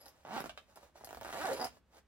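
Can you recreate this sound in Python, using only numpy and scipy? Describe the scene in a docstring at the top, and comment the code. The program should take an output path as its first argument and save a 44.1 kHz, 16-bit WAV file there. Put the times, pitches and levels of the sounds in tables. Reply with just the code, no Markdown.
"""Zip on a padded bag

The zip of a small fabric bag is pulled twice by hand in a small room: a short rasp, then a longer one.
The slider snaps over the teeth, singly when slow, in a buzz when fast; each snap drums the panel.
The slider scrapes the tape, its metal tab chinks, and the cloth rustles as the hands shift grip."""
import sys
import numpy as np
from scipy import signal
from scipy.fft import rfft, irfft
from scipy.io import wavfile
from scipy.ndimage import uniform_filter1d

SR = 44100
rng = np.random.default_rng(int(sys.argv[2]) if len(sys.argv) > 2 else 0)


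def wrap_up_sound(samples):
    """Save the sound to the file named by the first command line argument, as 16-bit audio."""
    columns = np.atleast_2d(samples).T
    # keep every value between -1 and 1, then stretch to whole-number steps
    tamed = np.clip(columns, -1, 1)
    steps = np.round(tamed * 32767).astype(np.int16)
    wavfile.write(sys.argv[1], SR, steps)


N = 91463
T = np.arange(N) / SR


def amp(db):
    """Decibels to gain."""
    return 10 ** (np.asarray(db) / 20)


def unit(x):
    """Scale to rms 1."""
    return x / np.sqrt(np.mean(x ** 2) + 1e-20)


def at_hz(points, hz):
    """Interpolate on a log-frequency axis."""
    knots_hz, values = np.transpose(points)
    return np.interp(np.log(hz + 1), np.log(knots_hz), values)


def envelope(points):
    """Gain over time from a dB curve, silent outside it."""
    return amp(np.interp(T, *np.transpose(points), left=-150, right=-150))


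def colour(x, *spectra):
    """Minimum-phase filter of unit energy from summed dB spectra."""
    size = 4096
    hz = abs(np.fft.fftfreq(size, 1 / SR))
    log_gain = np.log(amp(sum(at_hz(s, hz) for s in spectra)))
    taps = np.fft.ifft(np.exp(np.conj(signal.hilbert(log_gain)))).real[:size // 2]
    return signal.oaconvolve(x, taps / np.linalg.norm(taps))[:N]


def clicks(start_s, level_db, span_s=0.0068):
    """Impulses, each with rms level_db over span_s."""
    sizes = amp(level_db) * np.sqrt(span_s * SR)
    return np.bincount(np.round(np.asarray(start_s) * SR).astype(int), sizes, N)[:N]


def grit(train, decay_s=0.0024):
    """Spread each impulse into a noise puff of equal energy."""
    pole = np.exp(-2 / (decay_s * SR))
    power = signal.lfilter([1 - pole], [1, -pole], train ** 2)
    return np.sqrt(power + 1e-30) * rng.standard_normal(N)


def roughen(train, amount, decay_s=0.0024):
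    """Blend impulses with their grit at constant energy."""
    return (train + amount * grit(train, decay_s)) / np.hypot(1, amount)


def grainy(depth_db, grain_s):
    """Noise whose level varies from grain to grain."""
    knots = rng.standard_normal(N)
    grain_db = depth_db * np.interp(T / grain_s, np.arange(N), knots)
    return unit(rng.standard_normal(N) * amp(grain_db))


def resonance(x, pitch_hz, width_hz):
    """Two resonators in series that follow pitch_hz and keep each snap's energy."""
    carrier = np.exp(2j * np.pi * np.cumsum(pitch_hz) / SR)
    pole = np.exp(-np.pi * width_hz / SR)
    for _ in range(2):
        x = 2 * (carrier * signal.lfilter([1 - pole], [1, -pole], x / carrier)).real
    return x * np.sqrt(2 * SR / (np.pi * width_hz))


def strike(x, modes, pitch_ratio=1):
    """Impulses ring decaying metal modes."""
    t = T[:SR // 4]
    tone = sum(amp(db - 60 * t / t60_s) * np.sin(2 * np.pi * hz * pitch_ratio * t)
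               for hz, db, t60_s in modes)
    return signal.oaconvolve(x, tone / np.linalg.norm(tone))[:N]


# room rumble: freq_hz, density_db
RUMBLE_SPECTRUM = [(38, -33), (64, 6.5), (100, -10), (200, -11.5), (600, -20.5), (1500, -23.5),
                   (16000, -50)]


def rumble(level_db=-72, spread=0.4):
    """Low steady room noise, nearly alike in both channels."""
    mid, side = (colour(noise, RUMBLE_SPECTRUM) for noise in rng.standard_normal((2, N)))
    return amp(level_db) * np.array([mid + spread * side, mid - spread * side])


# room decay: freq_hz, t60_s
ROOM_DECAY = [(100, 0.73), (500, 0.12), (3000, 0.28), (9000, 0.15)]


def walls(early_s=0.0086, early_db=-4, tail_db=-12):
    """Stereo response of near reflections and a short tail."""
    noise = rng.standard_normal((2, SR // 2))
    hz, frame_s, frames = signal.stft(noise, SR, nperseg=256)
    decay = amp(-60 * frame_s / at_hz(ROOM_DECAY, hz)[:, None])
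    t = T[:SR // 2]
    tail = signal.istft(frames * decay, SR, nperseg=256)[1][:, :len(t)] * (t > 0.008)
    early = noise * np.exp(-t / early_s) * (t > 0.002)
    return (amp(tail_db) * unit(tail) + amp(early_db) * unit(early)) / np.sqrt(len(t))


# direct-path phase: freq_hz, left_lead_rad
DIRECT_PHASE = [(100, -1.5), (600, 0), (2400, -2.17), (6900, -2), (12000, -4)]


def room(x, responses=5, crossfade_s=0.03):
    """Direct sound arrives right first; crossfaded responses keep the room free of fixed ringing."""
    hz = np.fft.rfftfreq(2 * N, 1 / SR)
    left = irfft(rfft(x, 2 * N) * np.exp(1j * at_hz(DIRECT_PHASE, hz)))[:N]
    out = np.array([left, x])
    for k in range(responses):
        place = (T / crossfade_s + k) % responses
        fade = np.sin(np.pi * place / 2) * (place < 2)
        out = out + signal.fftconvolve((x * fade)[None], walls(), axes=1)[:, :N]
    return out


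# cloth handling: time_s, level_db
CLOTH_LEVEL = [(0, -65.5), (.075, -60), (.12, -69.5), (.62, -69.5), (.65, -78), (.69, -66.5), (.755, -70.5),
               (.77, -60), (.8, -65.5), (.84, -61.5), (.935, -81.5), (.96, -59), (1.055, -65), (1.2, -88),
               (1.775, -65), (1.81, -100), (1.905, -76.5), (1.94, -62.5), (1.985, -61), (2.02, -90)]
# rustle: freq_hz, density_db
CLOTH_SPECTRUM = [(40, -16), (150, -12), (350, -11.5), (560, -1.5), (820, -6), (1200, -8.5), (2200, -14.5),
                  (15500, -25)]


def cloth():
    """Fingers shift and crumple the fabric."""
    return colour(grainy(depth_db=3, grain_s=0.00093) * envelope(CLOTH_LEVEL), CLOTH_SPECTRUM)


# tape friction, per pull: time_s, level_db
SCRAPE_LEVELS = [
    [(.25, -82), (.345, -54.5), (.395, -51), (.41, -59), (.435, -68), (.462, -56), (.483, -62.5),
     (.53, -82)],
    [(.94, -106), (1.0, -76.5), (1.15, -62.5), (1.2, -67.5), (1.225, -58.5), (1.42, -45.5), (1.5, -48),
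     (1.575, -53), (1.665, -50), (1.7, -71)],
]
# tape friction: freq_hz, density_db
SCRAPE_SPECTRUM = [(200, -71), (1000, 6), (4200, -0.5), (5600, -6.5), (9500, -5), (15500, -10)]
# dull heave of the bag: freq_hz, density_db
HEAVE_SPECTRUM = [(25, -18), (70, -1.5), (150, -12.5), (1000, -66)]


def scrape(heave_db=-65):
    """The slider rubs the tape and tugs at the whole bag."""
    rub = sum(envelope(curve) for curve in SCRAPE_LEVELS)
    moving = uniform_filter1d((rub > amp(-75)) * 1.0, 2000)
    friction = colour(grainy(depth_db=5.5, grain_s=0.0019) * rub, SCRAPE_SPECTRUM)
    heave = colour(rng.standard_normal(N) * moving, HEAVE_SPECTRUM)
    return friction + amp(heave_db) * heave


# tab hits: start_s, level_db, ring_offset_db
CHINKS = [(0.058, -57.5, 5.5), (0.082, -55, 0), (.403, -46.5, -15), (.7585, -56, -6), (1.046, -44.5, -9),
          (1.533, -41.5, -9), (1.603, -53.5, 14), (1.614, -49.5, 15.5), (1.6442, -43.5, 6.5)]
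# crack of a hit: freq_hz, density_db
CHINK_SPECTRUM = [(200, -9), (3000, -6.5), (5000, -1), (8000, -6.5), (11000, 5), (16000, -7.5)]
# tab chatter, per shake: time_s, level_db
CHATTER_LEVELS = [
    [(0, -63), (.028, -55), (.07, -75), (.105, -60.5)],
    [(1.53, -55), (1.57, -49), (1.595, -46), (1.655, -66), (1.675, -55)],
]
# light contacts favour high modes: freq_hz, gain_db
CHATTER_TILT = [(5000, -5), (11000, 9)]
# tab modes: pitch_hz, level_db, t60_s
TAB_MODES = [(4852, 11, 0.019), (4960, 1, .032), (11080, -2.5, 0.045), (11090, -6, 0.023)]


def tab(contacts_per_s=1100, loose_until_s=0.2, loose_ratio=1.018):
    """The metal tab chatters and knocks on the slider, ringing higher while it hangs loose."""
    start_s, level_db, ring_offset_db = np.transpose(CHINKS)
    contacts = unit(rng.standard_normal(N) * (rng.random(N) < contacts_per_s / SR))
    chatter = contacts * sum(envelope(curve) for curve in CHATTER_LEVELS)
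    blows = amp(-6) * clicks(start_s, level_db + ring_offset_db) + colour(chatter, CHATTER_TILT)
    loose = T < loose_until_s
    rings = strike(blows * loose, TAB_MODES, loose_ratio) + strike(blows * ~loose, TAB_MODES)
    cracks = grit(clicks(start_s, level_db), decay_s=0.0012)
    return colour(cracks, CHINK_SPECTRUM) + rings


# slider modes: pitch_hz, level_db, t60_s
SLIDER_MODES = [(5280, -1.5, 0.013), (8150, -11.5, 0.016), (11300, -6.5, 0.011), (15500, -16, .022)]


def end_stop():
    """The slider clinks against the end of the zip."""
    return strike(clicks(start_s=[1.6447], level_db=[-41]), SLIDER_MODES)


# jams after the first pull: start_s, level_db
KNOCKS = [(0.495, -42.5), (0.576, -44.5)]
# hollow ring of a knock: freq_hz, density_db
KNOCK_SPECTRUM = [(350, -20.5), (620, 10), (850, -6), (1150, 3), (2000, -4.5), (2750, 1.5), (6000, -15),
                  (16000, -28)]


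def knocks():
    """The jammed slider knocks and rattles against the stiff seam."""
    blows = clicks(*np.transpose(KNOCKS))
    return colour(roughen(blows, amount=1, decay_s=0.0067), KNOCK_SPECTRUM)


# taut panel: freq_hz, density_db
PANEL_SPECTRUM = [(50, -56.5), (140, -3), (240, 0), (520, 0.5), (780, 3), (1000, -7), (1200, -12),
                  (1700, -6.5), (2250, -13.5), (3500, -25), (6000, -30.5), (16000, -97)]
# added colour when slack: freq_hz, gain_db
SLACK_COLOUR = [(130, 9), (330, 4), (460, -2.5), (700, -.5), (1100, 8.5), (1600, 3), (2800, 10.5),
                (6000, 12.5)]


def panel_body(fast, slow, slack, dispersion_hz=800, pole=0.855):
    """Broadband panel response; bending waves disperse and round each snap."""
    drive = roughen(fast, 0.6) + roughen(slow, 0.33)
    body = colour(drive * slack, PANEL_SPECTRUM, SLACK_COLOUR) + colour(drive * ~slack, PANEL_SPECTRUM)
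    allpass = [1, -2 * pole * np.cos(2 * np.pi * dispersion_hz / SR), pole * pole]
    return amp(-4.5) * signal.lfilter(allpass[::-1], allpass, body)


# main panel mode, set by tension and slider position: time_s, pitch_hz
PANEL_PITCH = [(.25, 730), (.38, 830), (.42, 624), (.77, 760), (1.2, 670), (1.35, 727), (1.405, 560),
               (1.44, 810), (1.472, 720), (1.5, 489), (1.56, 490), (1.615, 728)]
# snap brightness: time_s, bright_db
BRIGHTNESS = [(.25, -2.5), (.38, 0.5), (1.07, -6.5), (1.11, 2), (1.232, -3.5), (1.25, 6.5), (1.32, 8),
              (1.345, 0), (1.385, -3.5), (1.42, 9), (1.51, -10.5), (1.63, -4)]


def panel_modes(fast, slow, slack, slack_db=-3.5, upper_hz=1444):
    """The upper mode gains as the main one gives way; a slack panel rings less."""
    pitch_hz = np.interp(T, *np.transpose(PANEL_PITCH))
    bright_db = np.interp(T, *np.transpose(BRIGHTNESS))
    snaps = fast * amp(slack_db * slack) + slow
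    snaps = snaps + 0.5 * grit(snaps)
    main = resonance(snaps * amp(-4.5 - bright_db / 2), pitch_hz, width_hz=311)
    upper = resonance((fast + slow) * amp(-10.5 + bright_db), np.full(N, upper_hz), width_hz=720)
    return upper - main


# slider speed, per pull: time_s, teeth_per_s
PULL_SPEEDS = [
    [(.262, 113.5), (.31, 193.5), (.35, 228), (.378, 276), (.40, 192), (.416, 102)],
    [(1.335, 131), (1.36, 195), (1.425, 328), (1.445, 394), (1.472, 336), (1.497, 229), (1.512, 238),
     (1.525, 280), (1.56, 184), (1.585, 125.6), (1.61, 258), (1.624, 249)],
]
# pull force, per pull: time_s, level_db
PULL_FORCES = [
    [(.262, -51), (.31, -46), (.368, -38.5), (.381, -39), (.397, -49), (.406, -35.5), (.416, -61)],
    [(1.335, -46), (1.41, -42), (1.432, -44.5), (1.447, -39), (1.508, -37), (1.523, -37), (1.54, -46),
     (1.578, -46.5), (1.616, -39.5), (1.624, -45)],
]


def fast_run(speed, force, jitter_s=0.00028, jitter_ref_per_s=200, uneven_db=2):
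    """One snap per tooth passed; faster runs are steadier."""
    teeth_per_s = np.interp(T, *np.transpose(speed), left=0, right=0)
    teeth_passed = np.ceil(np.cumsum(teeth_per_s) / SR)
    hits = np.flatnonzero(np.diff(teeth_passed)) + 1
    late, strong = np.clip(rng.standard_normal((400, 2))[:len(hits)].T, -1.5, 1.5)
    start_s = T[hits] + jitter_s * late * (jitter_ref_per_s / teeth_per_s[hits]) ** 2
    level_db = np.interp(T[hits], *np.transpose(force)) + uneven_db * strong
    return clicks(start_s, level_db, span_s=1 / teeth_per_s[hits])


# a light opening tap on the cloth, then single teeth as the slider creeps:
# start_s, level_db, tick_offset_db
SINGLE_HITS = [(0.063, -56.5, -0.5), (0.2508, -47, -26), (0.3091, -46.5, -34), (0.4207, -45.5, -9),
               (0.4415, -40, -10), (.459, -39, -9.5), (0.762, -57.5, -15), (.773, -55, -7),
               (.829, -60.5, -6), (.9565, -58, -18), (1.0105, -54, -17), (1.038, -52.5, -22),
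               (1.073, -50, -3), (1.091, -51, -2), (1.108, -47, -2.5), (1.129, -45.5, -6.5),
               (1.1474, -48, -1.5), (1.1719, -44.5, -8), (1.2122, -46.5, -0.5), (1.221, -45.5, -15),
               (1.232, -56, 8), (1.248, -45.5, -1), (1.2569, -47.5, -4), (1.2656, -48, -6),
               (1.279, -50, -7), (1.291, -45.5, -17), (1.304, -47.5, -5.5), (1.3272, -44, -2.5),
               (1.6265, -41, -7), (1.64, -40, -19), (1.652, -40, -31), (1.669, -49, -2)]
# tick in the slider: freq_hz, density_db
TICK_SPECTRUM = [(300, -29), (1500, 3.5), (4000, 2.5), (11000, -4.5), (16000, 0.5)]


def teeth(rebound_s=0.0035, rebound_db=-7.5, slack_until_s=0.5, crisp_db=3):
    """Each tooth ticks in the slider and drums the panel; a slow one seats with a softer second push."""
    start_s, level_db, tick_offset_db = np.transpose(SINGLE_HITS)
    fast = sum(fast_run(speed, force) for speed, force in zip(PULL_SPEEDS, PULL_FORCES))
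    delay_s = rebound_s * rng.uniform(0.756, 1.251, len(start_s))
    rebounds = clicks(start_s + delay_s, level_db + rebound_db)
    slow = (clicks(start_s, level_db) + rebounds) / np.hypot(1, amp(rebound_db))
    slack = T < slack_until_s
    panel = panel_body(fast, slow, slack) + panel_modes(fast, slow, slack)
    ticks = amp(-12) * fast + clicks(start_s, level_db + tick_offset_db + crisp_db)
    ticks = 0.39 * ticks + grit(ticks, decay_s=0.0007)
    return panel + amp(-5.5) * colour(ticks, TICK_SPECTRUM)


def scene():
    """Zip and cloth in the room, over its rumble."""
    bag = teeth() + knocks() + scrape() + tab() + end_stop() + cloth()
    return amp(-1.14) * room(bag) + rumble()


# channel balance: freq_hz, left_minus_right_db
MIC_BALANCE = [(150, 1.5), (350, -4), (700, -6), (1400, -0.5), (3000, -2.5), (8000, 3)]
# stereo width: freq_hz, side_db
MIC_WIDTH = [(100, -5), (4000, -1), (9000, 3), (12000, -17)]


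def record(dry, cutoff_hz=16050):
    """The band-limited microphone pair leans right in the mids and narrows in the high treble."""
    hz = np.fft.rfftfreq(2 * N, 1 / SR)
    lean = amp(at_hz(MIC_BALANCE, hz) / 2)
    left, right = rfft(dry, 2 * N) * np.array([lean, 1 / lean])
    mid = (left + right) / 2
    side = (left - right) / 2 * amp(at_hz(MIC_WIDTH, hz))
    stereo = irfft(np.array([mid + side, mid - side]))[:, :N]
    lowpass = signal.firwin(401, cutoff_hz, window=("kaiser", 8), fs=SR)
    return signal.oaconvolve(stereo, lowpass[None], "same")


dry = scene()
out = record(dry)
wrap_up_sound(out)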